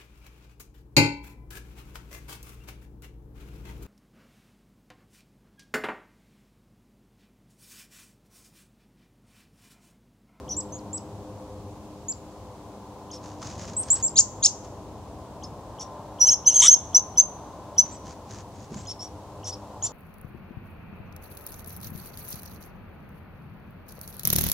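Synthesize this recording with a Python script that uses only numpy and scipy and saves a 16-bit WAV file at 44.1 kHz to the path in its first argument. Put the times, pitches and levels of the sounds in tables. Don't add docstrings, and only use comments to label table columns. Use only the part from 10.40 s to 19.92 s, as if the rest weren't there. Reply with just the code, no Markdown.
import sys
import numpy as np
from scipy import signal
from scipy.fft import rfft, irfft, next_fast_len
from scipy.io import wavfile
from scipy.ndimage import uniform_filter1d, minimum_filter1d

SR = 44100
rng = np.random.default_rng(int(sys.argv[2]) if len(sys.argv) > 2 else 0)


def master_out(mix):
    frames = np.transpose(np.atleast_2d(mix))
    ceiling = np.clip(frames, -1, 1)
    pcm = np.round(ceiling * 32767).astype(np.int16)
    wavfile.write(sys.argv[1], SR, pcm)


N = 419832
T = np.arange(N) / SR

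# start_s, length_s, top_pitch_hz, level_db, swell_db, rasp_db, left_lead_radians
TSIT_NOTES = [(0.094, 0.056, 6040, -30.5, 5, -20, .25), (2.717, 0.07, 5540, -45.5, -5, -2.5, .4),
              (5.038, 0.04, 5320, -46, -24.5, -9.5, .45), (5.399, 0.054, 5880, -39.5, -9.5, -4, 0.57),
              (6.546, 0.053, 6240, -11.5, -8, -23, -1), (6.774, .053, 6340, -10.5, 4, -24.5, -.9),
              (7.38, 0.047, 6246, -11.5, -2, -25.5, -0.83), (8.474, 0.065, 5590, -36.5, 3, -8, -1.04),
              (8.591, 0.096, 5790, -40.5, -7, -8.5, -1.06), (9.046, 0.075, 5860, -37, 5, -3, -.9),
              (9.12, 0.04, 5430, -38.5, 2, -12, -.8), (9.432, 0.066, 5980, -39.5, -1, -3, -.9)]
# time_s, pitch_hz, level_db, rasp_db
TWITTER_PHRASES = [
    [(5.800, 5650, -29, -28.5), (5.818, 5900, -12.5, -31), (5.842, 5750, -15, -38.5),
     (5.855, 6020, -25.5, -25.5), (5.873, 6300, -14.5, -23.5), (5.894, 5420, -12.5, -30.5),
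     (5.907, 6350, -21, -20), (5.928, 6450, -16.5, -17), (5.947, 5400, -21.5, -15)],
    [(6.059, 5460, -25, -19), (6.074, 6190, -10.5, -19), (6.098, 6300, -15, -18), (6.120, 5600, -29, -17),
     (6.143, 6400, -25.5, -15), (6.165, 6500, -11.5, -19), (6.185, 6100, -19, -18),
     (6.201, 6550, -11, -8.5), (6.215, 5600, -12.5, -6)],
    [(6.277, 5500, -5, -17.5), (6.291, 6080, -10.5, -18.5), (6.312, 6420, -13, -27),
     (6.343, 6254, -9.5, -22), (6.354, 5080, -34, -10)],
]


def undb(db):
    return 10 ** (np.asarray(db) / 20)


def curves(rows, t):
    times, *columns = np.transpose(rows)
    return [np.interp(t, times, column) for column in columns]


def unit(x):
    return x / np.sqrt(np.mean(np.abs(x) ** 2))


def coloured(points):
    hz, db = np.transpose(points)
    all_hz = np.arange(1, N // 2 + 2) * SR / N
    gain = undb(np.interp(np.log(all_hz), np.log(hz), db))
    return unit(irfft(rfft(rng.standard_normal(N)) * gain, N))


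def wobble(n, width_hz):
    size = next_fast_len(max(n, SR // 4))
    white = rng.standard_normal(size) + 1j * rng.standard_normal(size)
    band = np.exp(-.5 * (np.fft.fftfreq(size, 1 / SR) / width_hz) ** 2)
    return unit(np.fft.ifft(white * band))[:n]


def turn(hz):
    return 2 * np.pi * np.cumsum(hz) / SR


def gate(t, length, attack_s, release_s):
    return np.sin(np.pi / 2 * np.clip(np.minimum(t / attack_s, (length - t) / release_s), 0, 1)) ** 2


def add(out, start_s, sound):
    i = max(int(start_s * SR), 0)
    out[:, i:i + sound.shape[1]] += sound[:, :N - i]


def stereo(tone, lead, left_db=1):
    half = np.exp(.5j * lead) * undb(left_db / 2)
    return np.sqrt(2) * np.real([tone * half, tone / half])


def hiss(level_db=-59):
    # pitch_hz, level_db
    colour = [(100, -6), (1500, 0), (3000, 0), (5000, -.5), (6700, 0), (8500, -4), (11000, -8.5),
              (13000, -11), (15500, -12)]
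    return undb(level_db) * np.array([coloured(colour), coloured(colour)])


def traffic(rumble_trim_db=1, roar_trim_db=-2, side_db=-16, left_db=1.4, split_hz=500):
    # pitch_hz, level_db
    road_colour = [(20, -45.5), (35, -20.5), (50, -6), (75, -1), (130, -5.5), (250, -8.5), (420, -10),
                   (700, -4.5), (1020, -5), (1250, -16), (1550, -24.5), (2200, -36), (4000, -33.5),
                   (12000, -66.5)]
    # time_s, rumble_db, roar_db
    road_levels = [(0, -44.5, -48), (1.1, -47.5, -49), (1.5, -48.5, -51.5), (2.6, -49, -47.5),
                   (3.3, -45, -46), (5.1, -45, -47.5), (5.5, -47, -44), (7.2, -46.5, -44.5),
                   (8.2, -49, -49.5), (9.52, -47.5, -45)]
    # pitch_hz, level_db
    engine_tones = [(100.5, -52), (202.5, -58.5), (302.5, -56), (404, -61), (512, -58)]
    # time_s, firing_db, upper_db
    engine_swell = [(0, 0.5, 8.5), (1.3, 6, 6.5), (1.8, -4, 3), (3.1, 2.5, 4), (7, -5.5, -1.5), (7.9, 3, 0),
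                    (9.52, 3, 1.5)]
    # pitch_hz, relative_level_db
    tread_tones = [(594, -13.5), (1032, -13)]
    rumble_db, roar_db = curves(road_levels, T)
    road = coloured(road_colour) + undb(side_db) * np.array([[1], [-1]]) * coloured(road_colour)
    rumble = signal.sosfiltfilt(signal.butter(2, split_hz, fs=SR, output="sos"), road)
    out = unit(rumble) * undb(rumble_db + rumble_trim_db)
    out += unit(road - rumble) * undb(roar_db + roar_trim_db)
    firing_db, upper_db = curves(engine_swell, T)
    speed = 1 + .008054 * wobble(N, .656).real
    for k, (hz, db) in enumerate(engine_tones):
        drone = np.exp(1j * turn(hz * speed)) * (1 + 1.09 * wobble(N, 13))
        out += np.sqrt(2) * unit(drone).real * undb(db + (upper_db if k else firing_db))
    for hz, db in tread_tones:
        whine = np.exp(1j * turn(hz * speed)) * wobble(N, 3.7)
        out += unit(whine.real) * undb(db + 2 * roar_db - roar_db.mean())
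    return out * undb(np.array([[left_db], [-left_db]]) / 2)


def woods(sound, snow_delay_s=.0052, snow_db=-14):
    # level_db, seconds to fade by 60 dB
    scatter = [(-15, .13), (-20, .26), (-28, .81)]
    t = np.arange(SR) / SR
    build_up = np.clip(t / .023, 0, 1)
    echoes = sum(undb(db) * unit(rng.standard_normal((2, SR)) * undb(-60 * t / fade_s) * build_up)
                 for db, fade_s in scatter) / np.sqrt(SR)
    echoes[:, int(snow_delay_s * SR)] += undb(snow_db)
    return sound + signal.fftconvolve(sound, echoes, axes=1)[:, :N]


def overload_click(start_s=3.787, level_db=-20, decay_s=.0002):
    out = np.zeros((2, N))
    t = np.arange(SR // 200) / SR
    add(out, start_s, undb(level_db) * rng.standard_normal((2, len(t))) * np.exp(-t / decay_s))
    return out


def wings(beat_hz=23.06, swish_s=.014, thump_s=.012, ruffle=.61, side=.3):
    # start_s, length_s, swish_db, thump_db
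    flights = [(2.846, .1, -53, -54), (3.027, .31, -47, -42), (3.438, .19, -51, -61),
               (4.249, .02, -49.5, -70), (7.458, .1, -54.5, -47), (7.673, .06, -50.5, -43),
               (7.909, .1, -53, -47), (8.157, .1, -59, -47), (8.339, .06, -51, -34), (8.413, .06, -57, -53)]
    # pitch_hz, level_db
    feather_colour = [(400, -37), (1200, 5.5), (2300, -1), (3500, -1.5), (5000, 3), (6700, 7.5), (8200, -8),
                      (10000, -15.5), (13000, -38), (16000, -18.5)]
    # pitch_hz, level_db
    air_colour = [(25, -24), (70, 0), (130, 4), (230, 0), (400, -8), (1000, -43), (3000, -70)]
    swish, thump = np.zeros(N), np.zeros(N)
    for start_s, length_s, swish_db, thump_db in flights:
        efforts_db = -2 * rng.standard_normal(20)
        for stroke_s, effort_db in zip(np.arange(start_s, start_s + length_s, 1 / beat_hz), efforts_db):
            near = np.abs(T - stroke_s) < .08
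            t = T[near] - stroke_s
            swish[near] += undb(swish_db + effort_db) / (1 + (t / swish_s) ** 2)
            thump[near] += undb(thump_db + effort_db) * np.exp(-.5 * ((t + .014) / thump_s) ** 2)
    swish *= np.exp(ruffle * wobble(N, 150).real)
    feathers = coloured(feather_colour) + side * np.array([[1], [-1]]) * coloured(feather_colour)
    return swish * feathers + thump * coloured(air_colour)


def voice_box(top_hz, contour, db, rasp_db, lead, *, octave_db, under_db, sum_db, breath_db, smear_hz,
              under_width_hz, attack_s, waver, left_db, quiver=.23, buzz=0, buzz_hz=430,
              under_hz=3600, under_hz_per_db=18, beak_hz=5800, breath_width_hz=2700):
    n, hz = len(contour), top_hz * contour
    t, length = np.arange(n) / SR, n / SR
    phase = turn(hz * (1 + waver * wobble(n, 160).real))
    whistle = np.exp(1j * phase)
    undertone = np.exp(1j * turn((under_hz + under_hz_per_db * rasp_db) * contour))
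    second_voice = wobble(n, under_width_hz) * undertone * (undb(under_db) + undb(sum_db) * whistle)
    swirl = wobble(n, smear_hz) + undb(breath_db) * wobble(n, breath_width_hz)
    rasp = swirl * np.exp(1.06j * phase) + second_voice
    octave = undb(octave_db) * whistle ** 2 / (1 + (hz / beak_hz) ** 20)
    voice = whistle + octave + undb(rasp_db) * rasp * np.sin(np.pi * t / length) ** .94
    voice *= 1 + quiver * wobble(n, 130).real
    pulses = np.cos(turn(buzz_hz * (1 + .92 * wobble(n, 200).real)))
    voice *= np.exp(buzz * pulses - buzz ** 2 / 2)
    return stereo(voice * undb(db) * gate(t, length, attack_s, release_s=.0033), lead * contour, left_db)


def notes(table, start, end, drop_s, hump_db, end_db, arch, sag, bend, **voice):
    out = np.zeros((2, N))
    for start_s, length_s, top_hz, level_db, swell_db, rasp_db, lead in table:
        t = np.arange(int(length_s * SR)) / SR
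        hold_s = max(length_s - drop_s, length_s / 4)
        rise = np.clip(t / hold_s, 0, 1)
        fall = np.clip((t - hold_s) / (length_s - hold_s), 0, 1)
        droop = sag * rise ** 5 * (1 - fall)
        scoop = (1 - start) * (1 - rise) ** arch
        snap = (1 - end) * np.sin(np.pi / 2 * fall ** bend) ** 2
        db = level_db + swell_db * (rise - .5) - hump_db * (2 * rise - 1) ** 2
        db += np.minimum(end_db - db, 0) * fall ** .8
        add(out, start_s, voice_box(top_hz, 1 - droop - scoop - snap, db, rasp_db, lead, **voice))
    return out


def flicks(length_s=.02, ahead_s=.016, pause_s=.08, low_hz=2600, high_hz=3750, level_db=-39):
    out = np.zeros((2, N))
    progress = np.linspace(0, 1, int(length_s * SR / 2))
    glide_hz = low_hz + (high_hz - low_hz) * progress
    fade = np.sin(np.pi * progress) ** 2
    calls = [(start_s, start_s + note_s) for start_s, note_s, *_ in TSIT_NOTES]
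    calls += [(phrase[0][0], phrase[-1][0]) for phrase in TWITTER_PHRASES]
    last_end_s = -np.inf
    for (start_s, end_s), chance in zip(sorted(calls), rng.standard_normal(len(calls))):
        if start_s - last_end_s > pause_s:
            tone = np.exp(1j * turn(glide_hz * (1 + .025 * chance)))
            voice = np.concatenate([undb(-10) * tone * fade, tone ** 2 * fade])
            add(out, start_s - ahead_s, stereo(voice * undb(level_db), 0))
        last_end_s = end_s
    return out


def seets():
    # start_s, length_s, top_pitch_hz, level_db, swell_db, rasp_db, left_lead_radians
    seet_notes = [(.165, 0.051, 7830, -29, 0, -48, -1), (.322, 0.076, 6890, -43, -11, -15, -1.25),
                  (.530, 0.056, 7970, -31.5, -4, -46, -0.65), (1.683, 0.047, 7390, -28, -1, -27, -1.6),
                  (3.365, .077, 8480, -26, -10, -33, -1.76), (3.502, .066, 7900, -17.5, -11, -47, -1.64),
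                  (3.626, 0.064, 7550, -21.5, -0.5, -37.5, -1.85), (7.508, .067, 7800, -49, -6, -28, -1.7),
                  (8.361, 0.1, 7740, -54, -18, -18, -1.47), (9.424, 0.053, 7230, -25.5, 0, -21, -1)]
    return notes(seet_notes, start=.882, end=.6, drop_s=.012, hump_db=5.5, end_db=-41.5, arch=2.4,
                 sag=.014, bend=.63, octave_db=-44, under_db=-7.5, sum_db=-26, breath_db=-12.5,
                 smear_hz=678, under_width_hz=400, attack_s=.0016, waver=.0037, left_db=.5)


def tsits():
    return notes(TSIT_NOTES, start=.875, end=.56, drop_s=.012, hump_db=7, end_db=-59, arch=2.81,
                 sag=.035, bend=1.1, octave_db=-27, under_db=-11.5, sum_db=-22, breath_db=-4.5,
                 smear_hz=894, under_width_hz=314, attack_s=.0027, waver=.022, left_db=1)


def chips(windup_s=.029, held_hz=7240, climbing_hz=5970, lead=1.7):
    # start_s, length_s, top_pitch_hz, level_db, rasp_db, windup_db, buzz_0_to_1
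    chip_notes = [(3.785, .028, 7630, -9.5, -18.5, -23.5, .3), (4.053, .019, 6870, -10, -6, -22, 1)]
    out = np.zeros((2, N))
    for start_s, length_s, top_hz, level_db, rasp_db, windup_db, buzz in chip_notes:
        forced = dict(octave_db=-41.5, under_db=-18, sum_db=-35, breath_db=-29.5, smear_hz=1022,
                      under_width_hz=440, attack_s=.0026, sag=0, bend=.79, waver=.02, left_db=1.5,
                      buzz=buzz, buzz_hz=301.6)
        held = (start_s - windup_s, windup_s + length_s / 2, held_hz, windup_db + 2.5, 10, -12, lead)
        climb = (start_s - windup_s, windup_s + .0044, climbing_hz, windup_db - 4, 27, -7, lead)
        peak = (start_s, length_s, top_hz, level_db, -3, rasp_db, lead)
        out += notes([held], start=.86, end=.5, drop_s=.006, hump_db=3, end_db=-32, arch=1.5, **forced)
        out += notes([climb], start=.56, end=.42, drop_s=.0037, hump_db=3, end_db=-23.5, arch=.6, **forced)
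        out += notes([peak], start=.78, end=.54, drop_s=.009, hump_db=0, end_db=-27, arch=.78, **forced)
    return out


def squawk(start_s=6.214, length_s=.064, level_db=-14.5, drop_s=.014, lead=-.068):
    out = np.zeros((2, N))
    t = np.arange(0, length_s, 1 / SR)
    n = len(t)
    fall = np.clip(1 - (length_s - t) / drop_s, 0, 1)
    pitches_hz = 896 + 8500 * t, np.full(n, 3380), 6370 - 900 * fall
    low, middle, high = (np.exp(1j * turn(hz)) for hz in pitches_hz)
    treble = high * (wobble(n, 600) + undb(-4) * low * wobble(n, 980) + undb(-15) * wobble(n, 3090))
    body = undb(-17) * low * wobble(n, 63)
    body += middle * (undb(-5) * wobble(n, 330) + undb(-19) / low * wobble(n, 490))
    loudness = undb(level_db - 3 * fall) * gate(t, length_s, attack_s=.0085, release_s=.0035)
    add(out, start_s, unit(stereo(treble, lead) + stereo(body, lead / 4)) * loudness)
    return out


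def twitters(lead=-.7, glide_s=.005):
    out = np.zeros((2, N))
    for phrase in TWITTER_PHRASES:
        t = np.arange(phrase[0][0], phrase[-1][0], 1 / SR)
        hz, db, rasp_db = curves(phrase, t)
        contour = uniform_filter1d(hz, int(glide_s * SR)) / hz.max()
        warble = voice_box(hz.max(), contour, db, rasp_db, lead, octave_db=-28.5, under_db=-4, sum_db=-10,
                           breath_db=-2.5, smear_hz=900, under_width_hz=160, attack_s=.008, waver=.018,
                           left_db=.5, under_hz=3400, under_hz_per_db=6.5, quiver=.33)
        add(out, t[0], warble)
    return out


def scene():
    calls = seets() + tsits() + twitters() + chips() + flicks()
    click = overload_click()
    birds = calls + squawk() + wings()
    return woods(birds + click) + traffic() + hiss()


def record(dry, ceiling=.8, top_hz=15750):
    allowed_gain = np.minimum(1, ceiling / (np.abs(dry).max(axis=0) + 1e-9))
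    smooth_gain = uniform_filter1d(minimum_filter1d(allowed_gain, size=90), size=90)
    return signal.sosfilt(signal.ellip(10, .1, 70, top_hz, fs=SR, output="sos"), dry * smooth_gain)


dry = scene()
out = record(dry)
master_out(out)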